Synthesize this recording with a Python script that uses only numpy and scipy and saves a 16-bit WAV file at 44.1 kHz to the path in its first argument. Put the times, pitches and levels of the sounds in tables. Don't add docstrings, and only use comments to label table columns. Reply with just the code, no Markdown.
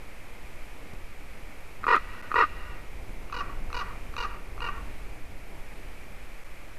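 import sys
import numpy as np
from scipy import signal
from scipy.fft import rfft, irfft, next_fast_len
from scipy.io import wavfile
from scipy.ndimage import uniform_filter1d, map_coordinates

SR = 44100
rng = np.random.default_rng(int(sys.argv[2]) if len(sys.argv) > 2 else 0)


def bounce(signal):
    frames = np.transpose(np.atleast_2d(signal))
    limited = np.clip(frames, -1, 1)
    pcm = np.round(limited * 32767).astype(np.int16)
    wavfile.write(sys.argv[1], SR, pcm)


def rack_gain(trim_db):
    fader = np.asarray(trim_db, float)
    return 10 ** (fader / 20)


N = 298998

# time in seconds, level in dB.
BUFFET_LEVEL = [(0.0, -43), (0.41, -45.5), (0.45, -36), (0.87, -47), (0.94, -40), (1.74, -44), (1.79, -35),
                (1.93, -43.5), (2.13, -33.5), (2.19, -51), (2.36, -36.5), (4.0, -34.5), (4.06, -31.5),
                (4.4, -41), (4.53, -34), (6.78, -44.5)]
# frequency in Hz, density in dB per Hz.
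BUFFET_SPECTRUM = [(3.5, -36), (6.0, -2), (16, 6.5), (19, 3), (22, 1), (48, -6), (130, -23), (170, -34.5),
                   (290, -120)]
ROAR_SPECTRUM = [(47, -7.5), (80, -4), (171, -6), (259, -6.5), (290, -6), (900, -14.5), (1170, -23),
                 (1980, -120)]
HISS_SPECTRUM = [(290, -10.5), (500, -3.5), (551, -3.5), (642, -4), (884, -6), (1020, -7), (1170, -4.5),
                 (1610, -7), (2120, -3), (2340, -1), (2850, -10.5), (3610, -16), (6290, -20.5),
                 (12600, -22), (13900, -23.5)]
# centre in seconds, length in seconds, level in dB.
AIR_SHOVE = (.938, 0.019, -40.5)

# delay in seconds, level in dB.
FAR_BRANCHES = [(.0025, -15), (0.0112, -7.5), (0.071, -32), (.094, -12)]
NEAR_BRANCHES = [(.0034, -43), (0.0114, -7.5)]
# frequency in Hz, level in dB.
BRANCH_COLOUR = [(300, -33), (1200, 0), (1900, -25), (3000, -10), (6000, -7)]
# twig level in dB, twig t60 in seconds, slope level in dB,
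# time the slope level holds in seconds, its fall afterwards in dB per second.
FAR_FOREST = (-15, .07, -23.5, .1, 115)
NEAR_FOREST = (-11, 0.0845, -39, 0.32, 86)
# frequency in Hz, level in dB.
FAR_SCATTER = [(300, -5.5), (1000, -3.5), (1170, -1.5), (1400, -1), (1900, 4.5), (2800, -6.5), (4500, -11),
               (8000, -15)]
NEAR_SCATTER = [(300, -5), (950, -5.5), (1150, -5.5), (1300, -8), (1500, 1.5), (1900, 1.5), (2800, 8),
                (4300, 9), (8000, 15)]

# centre in Hz, width in Hz, level in dB.
FAR_OPEN = [(473, 330, -10), (1140, 540, 3), (1780, 660, -17.5), (2340, 800, -9.5), (2824, 280, -3.5),
            (3740, 410, -14.5), (4630, 980, -15), (6100, 1700, -26.5)]
FAR_SHUT = [(348, 770, -21), (1180, 415, 5), (2610, 390, -0.5), (4070, 830, -11), (6100, 1200, -20)]
FAR_SLACK = [(330, 970, -13.5), (1237, 340, 6), (1870, 280, -14), (2570, 430, -9.5), (4320, 2000, -23.5),
             (6030, 1400, -29)]
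NEAR_OPEN = [(470, 310, -11), (1150, 288, 4.5), (1900, 450, -9), (2667, 255, -12), (3960, 1500, -37.5),
             (5320, 1400, -43)]
NEAR_SHUT = [(356, 260, -10), (1186, 284, 3), (2540, 390, -20.5), (4140, 610, -36)]
NEAR_SLACK = [(314, 410, -13.5), (1266, 256, 4), (1950, 390, -18), (2530, 320, -19), (4100, 1150, -42)]

# first buzz in seconds, level in dB, pitch in Hz.
FAR_CROAKS = [
    (3.342, -32.5, 485.5),
    (3.744, -31, 483.5),
    (4.18, -30.5, 476.7),
    (4.619, -31, 472),
]
NEAR_CROAKS = [
    (1.8805, -16, 485.4),
    (2.357, -16, 482),
]
# length in seconds, dB over the croak, pitch ratio, closing knock in dB over it.
FAR_SHAPE = [
    (.011, -.3, 1.01, -12),
    (.012, 0.63, 1.01, -7),
    (.012, -1.5, .985, -4.5),
]
NEAR_SHAPE = [
    (0.0099, -0.5, .985, -4),
    (.0115, 0.7, 1.008, -0.7),
    (.011, 1.5, .978, -11),
]
# start in seconds, length in seconds, level in dB, start pitch in Hz, fade in dB.
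FAR_ENDINGS = [
    (3.3279, .0035, -32.5, 415, -3),
    (3.406, 0.02, -29, 394, -12),
    (3.81, .019, -30, 404.4, -10.5),
    (4.246, .013, -31, 415, -3.5),
    (4.687, .013, -29, 389, -8),
]
NEAR_ENDINGS = [
    (1.9422, .028, -13, 421.2, -3.5),
    (1.976, 0.0075, -28, 412, -12),
    (2.421, .0215, -15, 426.6, -3.5),
]
FAR_CLICK_S = [3.325, 3.729, 4.166, 4.605]
NEAR_CLICK_S = [1.867, 2.342]
FAR_LEADS_S = [.0265, 0]
NEAR_LEADS_S = [.034, .026, 0]
FAR_CLICK_DB = [-7.8, -0.5]
NEAR_CLICK_DB = [-16.5, -3.5, 2.5]
# time in seconds, treble level in dB.
FAR_FACING = [(3.35, -2), (3.78, -0.5), (4.2, -0.5), (4.65, -7)]

# frequency in Hz, level in dB.
TOP_EDGE = [(13940, 0), (13960, -10), (14250, -13), (14400, -22), (14430, -60)]
# start in seconds, end in seconds.
LOST_PACKETS = [
    (.935, .938),
    (1.958, 1.963),
    (2.2159, 2.2241),
    (6.439, 6.444),
]


def along(points, hz):
    f, value = np.transpose(points)
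    return np.interp(np.log(hz + 1), np.log(f + 1), value)


def filtered(x, response):
    m = next_fast_len(N + SR)
    return irfft(rfft(x, m) * response(np.fft.rfftfreq(m, 1 / SR)), m)[:N]


def wobble(rate):
    knots = rng.standard_normal(int(N * rate / SR) + 4)
    return map_coordinates(knots, [np.arange(N) * rate / SR])


def noise(spectrum):
    x = filtered(rng.standard_normal(N), lambda hz: rack_gain(along(spectrum, hz)))
    return x / np.std(x)


def preamp_hiss():
    return rack_gain(-51 + 0.37 * wobble(2.66)) * noise(HISS_SPECTRUM)


def wind():
    t = np.arange(N) / SR
    buffet_db = np.interp(t, *np.transpose(BUFFET_LEVEL))
    thumps = rack_gain(buffet_db + 0.53 * wobble(3.55)) * noise(BUFFET_SPECTRUM)
    at, length, db = AIR_SHOVE
    thumps = thumps + rack_gain(db) * np.exp(-(2 * (t - at) / length) ** 2)

    smooth_s = 0.86
    gust_db = uniform_filter1d(buffet_db - buffet_db.mean(), size=round(smooth_s * SR))
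    roar_db, gust_share = -51.5, 0.53
    flutter_db = 1.5 * wobble(9)
    return thumps + rack_gain(roar_db + gust_share * gust_db + flutter_db) * noise(ROAR_SPECTRUM)


def woods(voice, branches, forest, scatter):
    t = np.arange(SR // 2) / SR
    twigs_db, twigs_t60, slope_db, hold_s, fall_db_per_s = forest
    twigs = rack_gain(twigs_db - 60 * t / twigs_t60)
    slope = rack_gain(slope_db - fall_db_per_s * np.maximum(t - hold_s, 0))
    clumps = rack_gain(1.5 * wobble(60)[:len(t)] - 20.5)
    trees = (t > .002) * (twigs + slope) * clumps * rng.standard_normal(len(t))

    bounced = sum(rack_gain(echo_db) * np.roll(voice, round(s * SR)) for s, echo_db in branches)
    bounced = filtered(bounced, lambda hz: rack_gain(along(BRANCH_COLOUR, hz)))
    scattered = filtered(signal.fftconvolve(voice, trees)[:N], lambda hz: rack_gain(along(scatter, hz)))
    sway = 6 * wobble(40)
    scattered = map_coordinates(scattered, [np.arange(N) + sway])
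    return voice + bounced + scattered


def syrinx(runs, gain_db):
    flow, puffs = np.zeros(N), np.zeros(N)
    t = np.arange(SR // 20) / SR
    k = np.arange(-8, 9)
    for s, length, db, start_hz, end_hz, fade_db in runs:
        cycles = np.cumsum(np.interp(t, [0, length], [start_hz, end_hz])) / SR
        chance = rng.standard_normal((2, 14))
        times = np.interp(np.arange(14), cycles, t)
        live = times <= length
        jitter_s = .005 * chance[0] / start_hz
        at = (s + times + jitter_s)[live] * SR
        size = rack_gain(db + gain_db + fade_db * times / length + .7 * chance[1])[live]
        taps = np.round(at)[:, None] + k
        pulses = np.sinc(taps - at[:, None]) * np.hanning(19)[1:-1]
        np.add.at(flow, taps.astype(int), -size[:, None] * pulses)
        puffs[np.round(at).astype(int)] = size
    gate = signal.fftconvolve(puffs, np.hanning(60))[:N]
    rasp = filtered(rng.standard_normal(N), lambda hz: rack_gain(along([(1500, -36), (3500, -19)], hz)))
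    return flow + gate * rasp


def throat(x, modes):
    def response(f):
        total = 0
        for k, (centre, width, db) in enumerate(modes):
            band = 1j * f * width / (centre * centre - f * f + 1j * f * width)
            total = total + (-1) ** k * rack_gain(db) * band ** 2
        return total
    return filtered(x, response)


def croaks(rows, shape, clicks, endings, modes, period_s, sag_hz, slack_hz_per_s, closing_hz, fade_db):
    open_modes, shut_modes, slack_modes = modes
    buzzes, closings = [], []
    for s, db, hz in rows:
        for k, (length, up_db, ratio, knock_db) in enumerate(shape):
            start, pitch = s + k * period_s, hz * ratio
            buzzes.append((start, length, db + up_db, pitch, pitch - sag_hz, fade_db))
            closings.append((start + length, 2.1 / closing_hz, db + knock_db, closing_hz, closing_hz, -4))

    hard_clicks, dull_clicks = [], []
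    last_s, leads_s, clicks_db = clicks
    for s, (_, db, _) in zip(last_s, rows):
        taps = [(s - lead, .5 / closing_hz, db + up_db, closing_hz, closing_hz, 0)
                for lead, up_db in zip(leads_s, clicks_db)]
        dull_clicks += taps[:-1]
        hard_clicks.append(taps[-1])

    slack = [(s, length, db, hz, hz - slack_hz_per_s * length, fade) for s, length, db, hz, fade in endings]
    shut_voice = throat(syrinx(hard_clicks + closings, gain_db=32.5), shut_modes)
    slack_voice = throat(syrinx(slack + dull_clicks, gain_db=33.5), slack_modes)
    open_voice = throat(syrinx(buzzes, gain_db=31.5), open_modes)
    return shut_voice + slack_voice - open_voice


def far_raven():
    clicks = (FAR_CLICK_S, FAR_LEADS_S, FAR_CLICK_DB)
    voice = croaks(FAR_CROAKS, FAR_SHAPE, clicks, FAR_ENDINGS, (FAR_OPEN, FAR_SHUT, FAR_SLACK),
                   period_s=.0225, sag_hz=11.4, slack_hz_per_s=3640, closing_hz=397.5, fade_db=-1.5)
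    treble = filtered(voice, lambda hz: hz > 3300)
    facing = rack_gain(np.interp(np.arange(N) / SR, *np.transpose(FAR_FACING)))
    return woods(voice + (facing - 1) * treble, FAR_BRANCHES, FAR_FOREST, FAR_SCATTER)


def near_raven():
    clicks = (NEAR_CLICK_S, NEAR_LEADS_S, NEAR_CLICK_DB)
    voice = croaks(NEAR_CROAKS, NEAR_SHAPE, clicks, NEAR_ENDINGS, (NEAR_OPEN, NEAR_SHUT, NEAR_SLACK),
                   period_s=.022, sag_hz=0.3, slack_hz_per_s=7300, closing_hz=412, fade_db=2.0)
    return woods(voice, NEAR_BRANCHES, NEAR_FOREST, NEAR_SCATTER)


def scene():
    return (wind() + far_raven() + near_raven())[None]


def band_limit(x):
    return signal.sosfilt(signal.butter(12, 14860, fs=SR, output="sos"), x)


def record(dry):
    x = dry[0] + preamp_hiss()
    offset = .0123
    x = filtered(x, lambda hz: rack_gain(along(TOP_EDGE, hz))) + offset
    t = np.arange(N) / SR
    for start, end in LOST_PACKETS:
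        received = 1.0 * ((t < start) | (t >= end))
        x = x * uniform_filter1d(received, size=2)
    return band_limit(x[None])


dry = scene()
out = record(dry)
bounce(out)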